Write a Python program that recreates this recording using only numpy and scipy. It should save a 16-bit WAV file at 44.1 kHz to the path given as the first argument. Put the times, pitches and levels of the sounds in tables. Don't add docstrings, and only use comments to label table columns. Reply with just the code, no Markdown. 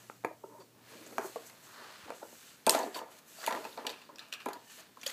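import sys
import numpy as np
from scipy import signal
from scipy.fft import rfft, irfft
from scipy.io import wavfile
from scipy.ndimage import uniform_filter1d

SR = 44100
rng = np.random.default_rng(int(sys.argv[2]) if len(sys.argv) > 2 else 0)


def natural_amplitude(level_db):
    exponent = np.asarray(level_db, float) / 20
    return 10 ** exponent


def store_pcm(level_fs):
    pcm = np.round(np.clip(level_fs, -1, 1) * 32767).astype(np.int16)
    wavfile.write(sys.argv[1], SR, np.atleast_2d(pcm).T)


N = 226123
T = np.arange(N) / SR
TICK_TREBLE_DB, CLICK_RISE_S = -21.5, .00095

# pitch in Hz, level in dB, relative ring time.
SHELL = [(202.6, -4, 0.96), (250.5, 4.5, 0.96), (315.7, 5.5, 1), (383, 7.5, 0.75), (461, 5, 0.67),
         (528, 7.5, 0.47), (656, 8, 0.54), (743, 5.5, 0.59), (837, 1, 0.91), (902, 1.5, 0.86),
         (1000, 4, 0.55), (1162, 3, 0.24), (1351, -5, 0.66), (1592, -9.5, 0.98), (1664, -13, 0.37),
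         (1867, -23.5, 1), (2306, -5.5, 0.34), (2460, -16, 1)]
# time in seconds, level in dB.
MUZZLE = [(0, -58.5), (.12, -61.5), (.2, -67.5), (.4, -79), (.76, -79.5), (.91, -56.5), (1.35, -55.5),
          (1.59, -63), (1.75, -62), (2.2, -63.5), (2.49, -56), (2.64, -70.5), (3.25, -70), (3.43, -48),
          (3.77, -58), (3.85, -72), (4.9, -77.5), (5.13, -45.5)]


def band(x, hz, width):
    return signal.lfilter(*signal.iirpeak(min(hz, .45 * SR), hz / width, fs=SR), x)


def twice(x, hz, width):
    return band(band(x, hz, 1.46 * width), hz, 1.46 * width)


def unit(x):
    return x / np.sqrt(np.mean(x ** 2))


def add(track, s, sound):
    i = int(s * SR)
    track[i:i + len(sound)] += sound[:N - i]


def fade(t, t60):
    return np.exp(-np.log(1000) * t / np.maximum(t60, .003))


def build_up(t, rise):
    return 1 - np.exp(-(t / rise) ** 2)


def grains(rate, scatter_db):
    hit = rng.random(N) < rate / SR
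    size = natural_amplitude(scatter_db * np.minimum(rng.exponential(size=N), 3))
    return unit(hit * rng.standard_normal(N) * size)


def walk(rate):
    k = int(SR / rate)
    held = np.repeat(rng.standard_normal(N // k + 1), k)
    return 1.3 * uniform_filter1d(held, k)[:N]


def swells(rows):
    t = T[::16]
    gain = np.zeros(len(t))
    for s, db, rise, fall in rows:
        away = np.maximum((s - t) / max(rise, .005), (t - s) / max(fall, .005))
        gain += natural_amplitude(db - 20 * away)
    return np.interp(T, t, gain)


def kinds(*tables):
    return sorted(row + traits for table, traits in tables for row in table)


def microphone_hiss():
    # frequency in Hz, density in dB per Hz.
    spectrum = [(25, -22.5), (60, -9), (100, -4), (250, -1), (600, -10), (1200, -15.5), (2500, -19),
                (5000, -19), (10000, -22), (13000, -21.5), (16000, -18)]
    hz, db = np.transpose(spectrum)
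    bins = np.fft.rfftfreq(N, 1 / SR) + 1
    colour = natural_amplitude(np.interp(np.log(bins), np.log(hz), db))
    return natural_amplitude(-63.5) * unit(irfft(rfft(rng.standard_normal(N)) * colour, N))


def appliance_hum():
    # time in seconds, level in dB.
    hum_level = [(0, -67), (1.3, -72), (1.9, -78), (2.4, -93), (5.13, -93)]
    level = natural_amplitude(np.interp(T, *np.transpose(hum_level)))
    return np.sqrt(2) * level * np.sin(2 * np.pi * 119 * T)


def paw_fall():
    # level in dB, pitch in Hz, t60 in seconds.
    thump = (-50, 90, 0.093)
    db, hz, t60 = thump
    out, t = np.zeros(N), T[:SR]
    add(out, 2.035, natural_amplitude(db) * np.sin(2 * np.pi * hz * t) * fade(t, t60))
    return out


def room(x):
    t60, dull_hz = .26, 3500
    t = T[:SR // 2]
    noise = rng.standard_normal(len(t))
    low = signal.lfilter(*signal.butter(1, dull_hz, fs=SR), noise)
    tail = low * fade(t, t60) + (noise - low) * fade(t, .49 * t60)
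    tail *= build_up(t, .0097)
    return natural_amplitude(-14) * signal.fftconvolve(x, tail / np.sqrt(np.sum(tail ** 2)))[:N]


def nose_air():
    # centre in Hz, width in Hz, level in dB.
    nose = [(6780, 1360, 3.5), (7750, 1100, 4), (9900, 990, -3.5), (11420, 2200, 2), (13500, 3000, -4)]
    # peak in seconds, level in dB, seconds to rise 20 dB, seconds to fall 20 dB.
    sniffs = [(.618, -66.5, 0.7, 0.1), (1.076, -51, 0, -0.1), (1.24, -58, .03, .1), (1.265, -51, .05, .05),
              (1.468, -53, 0.02, 0.05), (1.642, -58.5, 0.03, 0.15), (2.15, -62, 0, 0.17),
              (2.34, -63, 0.3, .3), (2.706, -33.5, .01, 0.1), (2.86, -56, 0.2, 0.15),
              (2.972, -45.5, 0.03, 0.04), (3.114, -60, .02, .12), (3.193, -60, .05, .006),
              (3.285, -59.5, 0.03, .35), (3.92, -54, 0.1, -0.1), (4.404, -70, -0.3, 0.2),
              (4.72, -56, 0.09, 0.17), (4.81, -57, .2, -0.3), (5.104, -44.5, 0.01, -1)]
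    noise = rng.standard_normal(N)
    air = sum(natural_amplitude(db + walk(24)) * twice(noise, hz, width) for hz, width, db in nose)
    breath = natural_amplitude(-3) * natural_amplitude(np.interp(T, *np.transpose(MUZZLE)))
    return natural_amplitude(-2.5) * (breath + swells(sniffs)) * unit(air)


def surface_rubbing():
    # centre in Hz, width in Hz, level in dB.
    fur = [(1640, 900, 5), (2400, 390, -3.5), (2850, 600, -0.5), (3570, 520, -2.5), (4140, 350, -2)]
    # centre in Hz, width in Hz, level in dB.
    slot = [(1000, 110, -3.5), (1780, 110, 7), (2400, 110, -8), (2920, 170, 3)]
    # centre in Hz, width in Hz, level in dB.
    loose = [(1350, 260, -4), (1650, 220, -2), (2450, 300, 0), (2750, 250, -3)]
    # peak in seconds, level in dB, seconds to rise 20 dB, seconds to fall 20 dB.
    brushes = [(.618, -81, 1, 5), (1.076, -61, 0.35, -0.17), (1.256, -64.5, 0, 0.26),
               (1.842, -55, 0.33, 0.5), (2.742, -34, 0.0526, 0.07), (2.81, -49, 0.06, 0.17),
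               (2.96, -43.5, 0.03, 0.05), (3.12, -60, .03, 0.12), (3.193, -60, .08, .006),
               (3.29, -64, .04, .3), (3.58, -60, 0.17, -0.26), (3.654, -60.5, -0.07, 0.2),
               (3.79, -56.5, -0.08, 0.18), (3.92, -51.5, -0.16, 0.16), (4.02, -63, .02, 0.08),
               (4.21, -54.5, 0.04, 0.2), (4.404, -58.5, -0.02, 0.3), (4.55, -66, 0, 0.5),
               (4.7, -55.5, -0.06, 0.12), (4.8, -52, 0.11, 0.08), (5.1, -41, 0.0261, -0.33)]
    # peak in seconds, level in dB, seconds to rise 20 dB, seconds to fall 20 dB.
    scrapes = [
        (4.67, -65, -0.8, 0.2),
        (4.8, -58.5, -0.1, 0),
    ]
    # peak in seconds, level in dB, seconds to rise 20 dB, seconds to fall 20 dB.
    scuffs = [(1.2, -48, .02, .07), (1.245, -53, .03, .05), (1.78, -56, .15, .4), (3.44, -50, .05, .04),
              (3.495, -43, .03, .05), (4.51, -50, .04, .07)]
    # peak in seconds, level in dB, seconds to rise 20 dB, seconds to fall 20 dB.
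    shivers = [(3.91, -56, .03, .1), (4.21, -60, .03, .15), (4.35, -54, .03, .12), (4.41, -57, .05, .06)]
    # peak in seconds, level in dB, seconds to rise 20 dB, seconds to fall 20 dB.
    squeaks = [
        (3.39, -61, .05, .1),
        (3.49, -65, 0.1, 0.08),
        (3.64, -70, 0.05, 0.1),
    ]
    slips = grains(9000, scatter_db=1.5)
    rustle = sum(natural_amplitude(db + 2 * walk(11)) * band(slips, hz, width) for hz, width, db in fur)
    scrape = sum(natural_amplitude(db) * twice(slips, hz, width) for hz, width, db in slot)
    shiver = sum(natural_amplitude(db) * twice(slips, hz, width) for hz, width, db in loose)
    scuff = twice(slips, 1330, 650)
    squeak = twice(slips, 4520, 320)
    lean = natural_amplitude(np.interp(T, *np.transpose(MUZZLE)))
    out = natural_amplitude(-3) * (lean + swells(brushes)) * unit(rustle)
    out += swells(scrapes) * unit(scrape)
    out += swells(scuffs) * unit(scuff)
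    out += swells(shivers) * unit(shiver)
    out += swells(squeaks) * unit(squeak)
    return out


def box_dragging():
    # peak in seconds, level in dB, seconds to rise 20 dB, seconds to fall 20 dB.
    slides = [(.05, -65, .8, .05), (.518, -67.5, 0.1, 0.1), (.622, -55, 0.05, 0), (.785, -66.5, 0.1, 0.2),
              (.93, -63, .12, 1), (1.21, -48, 0.01, 0.06), (1.256, -55.5, 0, 0.07), (1.36, -64.5, 0, 0.56),
              (1.636, -75, -1.5, 1), (1.82, -54, 0.09, 0.23), (2.08, -54.5, 0.02, 0.17),
              (2.15, -59, 0.1, -0.15), (2.3, -71, 0.1, 0.3), (2.76, -34.5, 0.0554, 0.12),
              (2.86, -51, 0.06, 0.09), (2.956, -47.5, -0.1, 0.25), (3.43, -53.5, 0, 0.2),
              (3.56, -42, 0.1433, 0.12), (3.654, -49.5, 0.03, 0.06), (3.79, -48, 0.03, 0.11),
              (3.9, -53, 0.16, 0.18), (4.11, -61, -0.05, 0.26), (4.2, -68, -0.7, 0.34),
              (4.33, -67, -1, 0.8), (4.53, -52, 0, 0.1), (4.78, -58, -0.03, 0.1), (5.09, -61, 0.02, -0.2)]
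    # peak in seconds, level in dB, seconds to rise 20 dB, seconds to fall 20 dB.
    shoves = [(.52, -56.5, 0.04, .06), (.6, -57, 0.04, 0.13), (.96, -57.5, 0.14, 0.45),
              (1.13, -60.5, 0.1, 0.5), (1.7, -75, -0.2, 0.9), (2.06, -59, 0, 0.25), (2.87, -47, 0.13, 0.07),
              (3.93, -57, 0.3, 0.03), (4.13, -64.5, 0, 0.15), (4.57, -55.5, -0.01, 0)]
    # peak in seconds, level in dB, seconds to rise 20 dB, seconds to fall 20 dB.
    sings = [(.525, -63, -1.4, 0.06), (.61, -57, 0.2, 0.04), (1.13, -70, -0.1, -0.9), (2.965, -49, 0, 0.07),
             (4.565, -52, .08, 0.04)]
    slide_hz, shove_hz, panel_hz = 700, 350, 930
    slips = grains(6000, scatter_db=2.0)
    shaken = [(hz, natural_amplitude(db / 2 + walk(15)) * twice(slips, hz, hz / 7)) for hz, db, _ in SHELL[1:-3]]
    drag = sum(natural_amplitude(-4.75 * np.log2(hz / slide_hz) ** 2) * x for hz, x in shaken)
    rumble = sum(natural_amplitude(-14 * np.log2(hz / shove_hz) ** 2) * x for hz, x in shaken)
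    sing = twice(slips, panel_hz, 86)
    return swells(slides) * unit(drag) + swells(shoves) * unit(rumble) + swells(sings) * unit(sing)


def rings():
    # start in seconds, peak in dB, pitch in
    # Hz, seconds to the peak.
    ringing = [(.0985, -46, 1300, .002), (.44, -50, 1300, .003), (2.216, -47, 800, .005),
               (2.228, -46, 1400, .003), (.2465, -31.5, 462, 0.0062), (.246, -34, 707, 0.0046),
               (.247, -33.5, 882, 0.0052), (.255, -42, 320, 0.011), (.307, -48, 595, .006),
               (.44, -41.5, 371, 0.0062), (.4375, -39, 900, .0035), (.436, -43, 592, 0.0044),
               (.48, -52, 420, .008), (.545, -52, 620, .01), (.585, -50.5, 383, 0.0096),
               (1.19, -33, 396, 0.0061), (1.182, -40, 1496, .004), (1.183, -40, 250, .007),
               (1.21, -42, 430, .007), (1.246, -36, 375, .008), (1.293, -52, 350, 0.007),
               (1.362, -34.5, 468, .007), (1.359, -41.5, 1119, 0.0055), (2.226, -40, 913, 0.0055),
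               (2.668, -30.5, 254, 0.0064), (2.672, -24.5, 900, .008), (2.682, -31, 624, 0.0057),
               (2.69, -30, 463, 0.0062), (2.705, -35.5, 392, 0.011), (2.746, -25, 872, 0.0041),
               (2.757, -32, 283, 0.0069), (2.775, -30, 860, 0.0057), (2.835, -40, 267, 0.011),
               (2.859, -39, 713, 0.0047), (2.872, -40, 409, .012), (2.942, -44.5, 699, 0.0064),
               (3.013, -43, 925, .005), (3.032, -45, 505, 0.0069), (3.058, -47, 910, .005)]
    # start in seconds, peak in dB, pitch in Hz, seconds to the peak.
    working = [(3.476, -27, 900, 0.005), (3.476, -32.5, 656, .005), (3.487, -40, 265, 0.0046),
               (3.503, -33, 990, .006), (3.539, -36, 673, 0.0045), (3.541, -43, 470, 0.0065),
               (3.547, -42, 325, 0.0067), (3.57, -40, 970, 0.0041), (3.573, -44.5, 288, .008),
               (3.6, -46, 457, 0.0072), (3.652, -44, 260, .007), (3.667, -47, 473, .006),
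               (3.786, -48, 260, 0.0085), (3.843, -46, 387, .006), (3.864, -43, 274, 0.0073),
               (3.876, -42, 462, .006), (3.904, -47, 466, 0.0055), (4.125, -57, 400, 0.0088),
               (4.461, -35, 892, 0.0066), (4.46, -42, 250, .012), (4.475, -40, 400, .008),
               (3.578, -41, 400, .008), (4.092, -53, 600, .006), (4.499, -43, 384, .007),
               (4.504, -41.5, 1020, 0.0063), (3.782, -40, 900, .004), (3.881, -46, 2600, .003),
               (3.937, -50, 2550, .004), (4.05, -57, 4700, .003), (4.096, -43, 1000, .004),
               (5.0315, -38, 2300, .002), (4.971, -45, 1080, 0.0036), (5.062, -42.5, 550, 0.0065)]
    out, t = np.zeros(N), T[:SR // 10]
    for s, peak_db, hz, rise in ringing + working:
        grown = t / max(rise, .002)
        swell = grown * np.exp((1 - grown ** 2) / 2)
        add(out, s, natural_amplitude(peak_db) * swell * np.sin(2 * np.pi * hz * t))
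    return out


def cracks():
    # start in seconds, peak in dB, centre in Hz, width in Hz.
    contacts = [(1.1824, -24.5, 1150, 850), (1.1826, -33, 12500, 3500), (1.190, -40, 5500, 3000),
                (1.196, -42, 6000, 2500), (2.6656, -21, 3600, 2600), (2.6948, -7.5, 4300, 1900),
                (2.6948, -13, 8500, 2000), (2.69625, -10.5, 4500, 1700), (2.69625, -9, 8500, 1300),
                (2.6965, -15, 10800, 1800), (2.6949, -16, 13600, 2500), (2.6964, -17, 13300, 2000),
                (4.1932, -38, 4000, 2000), (5.0655, -27, 13000, 2000)]
    out = np.zeros(N)
    impulse = 1. * (T[:SR // 50] == 0)
    for s, peak_db, hz, width in contacts:
        swing = twice(impulse, hz, max(width, 300))
        add(out, s, natural_amplitude(peak_db) * swing / np.abs(swing).max())
    return out


def clicks(hits):
    # centre in Hz, width in Hz, level in dB.
    drawer = [(1930, 710, 1.5), (2550, 290, 4.5), (3455, 990, 4), (4220, 1160, 0.5), (5480, 620, -0.5),
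              (6590, 940, 4), (7680, 400, -12), (10370, 1650, 0), (11840, 1200, -1.5), (14300, 2300, -32)]
    lead_s = .0007
    out, t = np.zeros(N), T[:SR // 8]
    for s, peak_db, pitch_hz, t60, treble_db, rise in hits:
        decay = fade(t, t60) + natural_amplitude(-12.5) * fade(t, 5 * t60)
        burst = rng.standard_normal(len(t)) * decay * build_up(t, max(rise, 1e-4))
        burst[int(rise * SR)] += 3.5 * (rise < .003)
        skid = rise > .003
        click = natural_amplitude(9.0 + 3.1 * skid) * twice(burst, pitch_hz, pitch_hz / (6 + 12 * skid))
        click = click + natural_amplitude(-3.5) * (band(burst, 2630, 56) + band(burst, 1734, 68))
        for hz, width, db in drawer:
            mode_db = db + (hz > 5500) * (treble_db + 12.0)
            click = click + natural_amplitude(mode_db) * twice(burst, hz, width)
        add(out, s - lead_s, natural_amplitude(peak_db) * click / np.abs(click).max())
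    return out


def drawer_rebounds():
    # start in seconds, peak in dB, strongest pitch in Hz, t60 in seconds.
    bounces = [(2.712, -35, 3200, .01), (4.0885, -52, 3000, 0.01), (5.060, -38, 3000, .015),
               (5.0672, -23, 4700, .012), (3.405, -42, 1400, .015), (3.5085, -33, 1750, 0.018),
               (3.549, -37, 1790, 0.012), (4.3215, -45, 2500, .01), (4.3455, -36, 2490, 0.017),
               (4.406, -45, 1700, 0.018)]
    # start in seconds, peak in dB,
    # strongest pitch in Hz, t60 in seconds, treble share in dB, rise in seconds.
    slam_back = [
        (2.6965, -14, 5700, .012, -13, .0006),
    ]
    return clicks(kinds((bounces, (TICK_TREBLE_DB, CLICK_RISE_S)), (slam_back, ())))


def claws_and_drawers():
    # start in seconds, peak in dB, strongest pitch in Hz, t60 in seconds.
    snaps = [(.0984, -54, 1600, 0.014), (.2472, -34, 2580, 0.014), (1.0644, -42, 6850, .016),
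             (1.1822, -34, 5900, 0.015), (1.3578, -45, 2180, 0.021), (1.4974, -43.5, 2030, 0.013),
             (2.1036, -41, 2600, 0.0068), (2.6656, -17, 8600, 0.018), (2.6774, -23, 2540, 0.0037),
             (2.7064, -13.5, 7200, 0.007), (2.7496, -22, 4290, 0.014), (2.7901, -27, 7000, 0.014),
             (3.4635, -21, 2870, 0.018), (3.4734, -23.5, 2330, 0.0072), (3.4804, -29, 1980, 0.061),
             (4.2847, -49, 2650, .016), (4.4585, -33, 2110, 0.013), (4.4684, -44, 3810, 0.019),
             (4.4857, -36, 1940, .027), (4.5321, -35.5, 4440, 0.014), (4.5444, -55, 2400, .016),
             (5.0364, -40, 3300, 0.02), (5.0635, -23, 3300, 0.021), (5.0744, -29, 6500, 0.03),
             (5.1024, -42, 4770, .018)]
    # start in seconds, peak in dB, strongest pitch in Hz, t60 in seconds.
    ticks = [(1.1294, -49.5, 1990, 0.014), (2.8315, -36.5, 4160, 0.021), (2.9894, -34, 2830, .011),
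             (3.4394, -35, 1950, 0.067), (3.5244, -30, 1940, 0.022), (3.6431, -37, 2850, 0.01),
             (3.6504, -35, 2650, 0.011), (3.7284, -46, 3670, .016), (3.7748, -37.5, 3840, 0.013),
             (3.8501, -45, 2500, .013), (3.8671, -22, 2890, 0.014), (3.8724, -33, 3600, 0.012),
             (3.894, -27, 3560, 0.0047), (3.9004, -31, 4400, 0.016), (4.0163, -46.5, 2700, .018),
             (4.1584, -39, 4800, 0.011), (4.1844, -35, 2870, 0.0068), (4.1924, -35, 3900, 0.035),
             (4.3256, -27, 2950, 0.036), (4.3374, -25, 2720, 0.0085), (4.4019, -43, 2400, 0.021),
             (5.0135, -39, 6000, 0.03), (5.032, -31, 2400, .012)]
    # start in seconds, peak in dB,
    # strongest pitch in Hz, t60 in seconds, treble share in dB, rise in seconds.
    slams = [
        (2.6948, -13, 8300, 0.012, -12, .0008),
    ]
    # start in seconds, peak in dB,
    # strongest pitch in Hz, t60 in seconds, treble share in dB, rise in seconds.
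    skids = [
        (0.595, -52, 4460, 0.026, -20, 0.016),
        (2.943, -32.5, 4500, 0.044, -16, 0.0034),
    ]
    snap_treble_db = -10.5
    hits = kinds((snaps, (snap_treble_db, CLICK_RISE_S)), (ticks, (TICK_TREBLE_DB, CLICK_RISE_S)), (slams, ()))
    return clicks(hits + skids)


def knocks():
    # start in seconds, peak in dB, strongest pitch in Hz, ring t60 in seconds.
    taps = [(.0975, -31.5, 800, 0.021), (.2464, -19.5, 461, .047), (1.1814, -22.5, 653, 0.1),
            (1.496, -49, 1290, 0.063), (2.1028, -25, 517, 0.046), (2.119, -37, 610, 0.11),
            (4.326, -46.5, 1350, 0.12)]
    # start in seconds, peak in dB, strongest pitch in Hz, ring t60 in seconds.
    pats = [
        (1.3578, -28, 650, 0.055),
    ]
    # start in seconds, peak in dB, strongest pitch in Hz, ring t60 in seconds.
    raps = [(2.6685, -15, 595, 0.067), (2.7458, -15.5, 656, 0.06), (3.384, -43, 650, 0.051),
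            (3.473, -24, 920, 0.081), (3.505, -27, 953, 0.26), (3.773, -33.5, 837, 0.16),
            (4.97, -47, 1150, 0.1), (5.063, -38, 550, 0.15)]
    # start in seconds, peak in dB, strongest pitch in Hz, ring t60 in seconds.
    bangs = [(1.064, -45.5, 313, 0.048), (1.124, -42.5, 205, 0.071), (2.681, -21.5, 934, 0.065),
             (2.694, -24, 1000, 0.17), (2.989, -35, 674, 0.11), (3.438, -44, 466, 0.12),
             (3.524, -28, 865, 0.087), (3.547, -32, 844, 0.052), (3.649, -33, 930, 0.055),
             (3.848, -33, 973, 0.16), (3.896, -40, 850, 0.035), (4.0895, -42, 1000, 0.09),
             (4.4595, -23.5, 937, 0.092), (4.483, -29, 850, 0.11), (5.032, -48, 245, 0.12)]
    # start in seconds, peak in dB, strongest pitch in Hz, ring t60 in seconds.
    bumps = [(.309, -43, 736, 0.11), (.437, -38.5, 594, 0.025), (1.242, -35.5, 700, 0.12),
             (2.08, -40, 580, 0.06), (2.226, -34, 500, .05), (2.249, -45.5, 490, 0.13),
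             (2.324, -46.5, 643, .064), (2.666, -22, 1020, 0.029), (2.724, -29, 890, 0.078),
             (2.764, -34, 610, 0.072), (2.792, -26.5, 947, 0.31), (2.832, -30, 693, 0.081),
             (2.961, -31, 975, 0.044), (3.013, -36.5, 520, 0.15), (3.064, -53, 634, .08),
             (3.571, -35, 960, 0.05), (3.867, -34.5, 930, 0.14), (4.554, -44, 870, .067),
             (4.89, -57, 253, 0.053)]
    # start in seconds, peak in dB, strongest pitch in Hz, ring t60 in seconds.
    touches = [
        (.238, -36, 800, 0.04),
    ]
    # deep share in dB, hard share in dB,
    # contact build-up in seconds, first push in dB.
    tap, bang = (-27, -5, -0.07, -8.5), (-10.5, -5.5, .0014, -18)
    bump, touch = (-14.5, -26, .0018, -36), (-19, -11, -0.1, -28)
    # deep share in dB, hard share in dB, build-up in seconds, first push in dB.
    rap = (-25, -3.5, .002, -29.5)
    # deep share in dB, hard share in dB, build-up in seconds, first push in dB.
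    pat = (-20, -14, .0007, -14)
    lag_s = .001
    push_hz = 1300
    spot_db, spot_ring = 9, .53
    small_ring = .74
    out, t = np.zeros(N), T[:SR // 3]
    hz, db, ring = (c[:, None] for c in np.transpose(SHELL))
    blows = kinds((taps, tap), (pats, pat), (raps, rap), (bangs, bang), (bumps, bump), (touches, touch))
    for s, peak_db, pitch_hz, t60, deep_db, hard_db, contact, push_db in blows:
        size, bend = rng.standard_normal((2, len(SHELL), 1))
        octaves = np.log2(hz / pitch_hz)
        share_db = db + 8 * np.exp(-(octaves / .22) ** 2) + 2 * np.abs(size)
        share_db += (hz < 430) * (deep_db + 7.0) + (hz > 1100) * (hard_db + 13.5)
        decay = fade(t, t60 * ring * np.where(hz > 1100, small_ring, 1))
        swing = np.sin(2 * np.pi * hz * (1 + 0.021 * bend) * t)
        modes = np.sign(size) * natural_amplitude(share_db) * swing * decay
        spot = natural_amplitude(spot_db) * np.sin(2 * np.pi * pitch_hz * t) * fade(t, t60 * spot_ring)
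        blow = (modes.sum(axis=0) + spot) * build_up(t, max(contact, 1e-4))
        push = natural_amplitude(push_db) * np.sin(2 * np.pi * push_hz * t) * (t < 1 / push_hz)
        add(out, s + lag_s, natural_amplitude(peak_db) * (blow / np.abs(blow).max() + push))
    return out


def scene():
    background = microphone_hiss() + appliance_hum() + paw_fall()
    rubbing = nose_air() + surface_rubbing() + box_dragging()
    shell = signal.lfilter(*signal.butter(2, 170, "high", fs=SR), knocks())
    box = shell + claws_and_drawers() + rings() + cracks()
    return (background + rubbing + drawer_rebounds() + box + room(box))[None]


def low_pass(x):
    return signal.sosfilt(signal.butter(12, 16410, fs=SR, output="sos"), x)


def record(dry):
    heard = signal.lfilter(*signal.butter(2, 110, "high", fs=SR), dry)
    heard = heard + .08 * heard ** 2
    heard = signal.sosfilt(signal.ellip(7, .3, 34, 15250, fs=SR, output="sos"), heard)
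    return low_pass(heard)


dry = scene()
out = record(dry)
store_pcm(out)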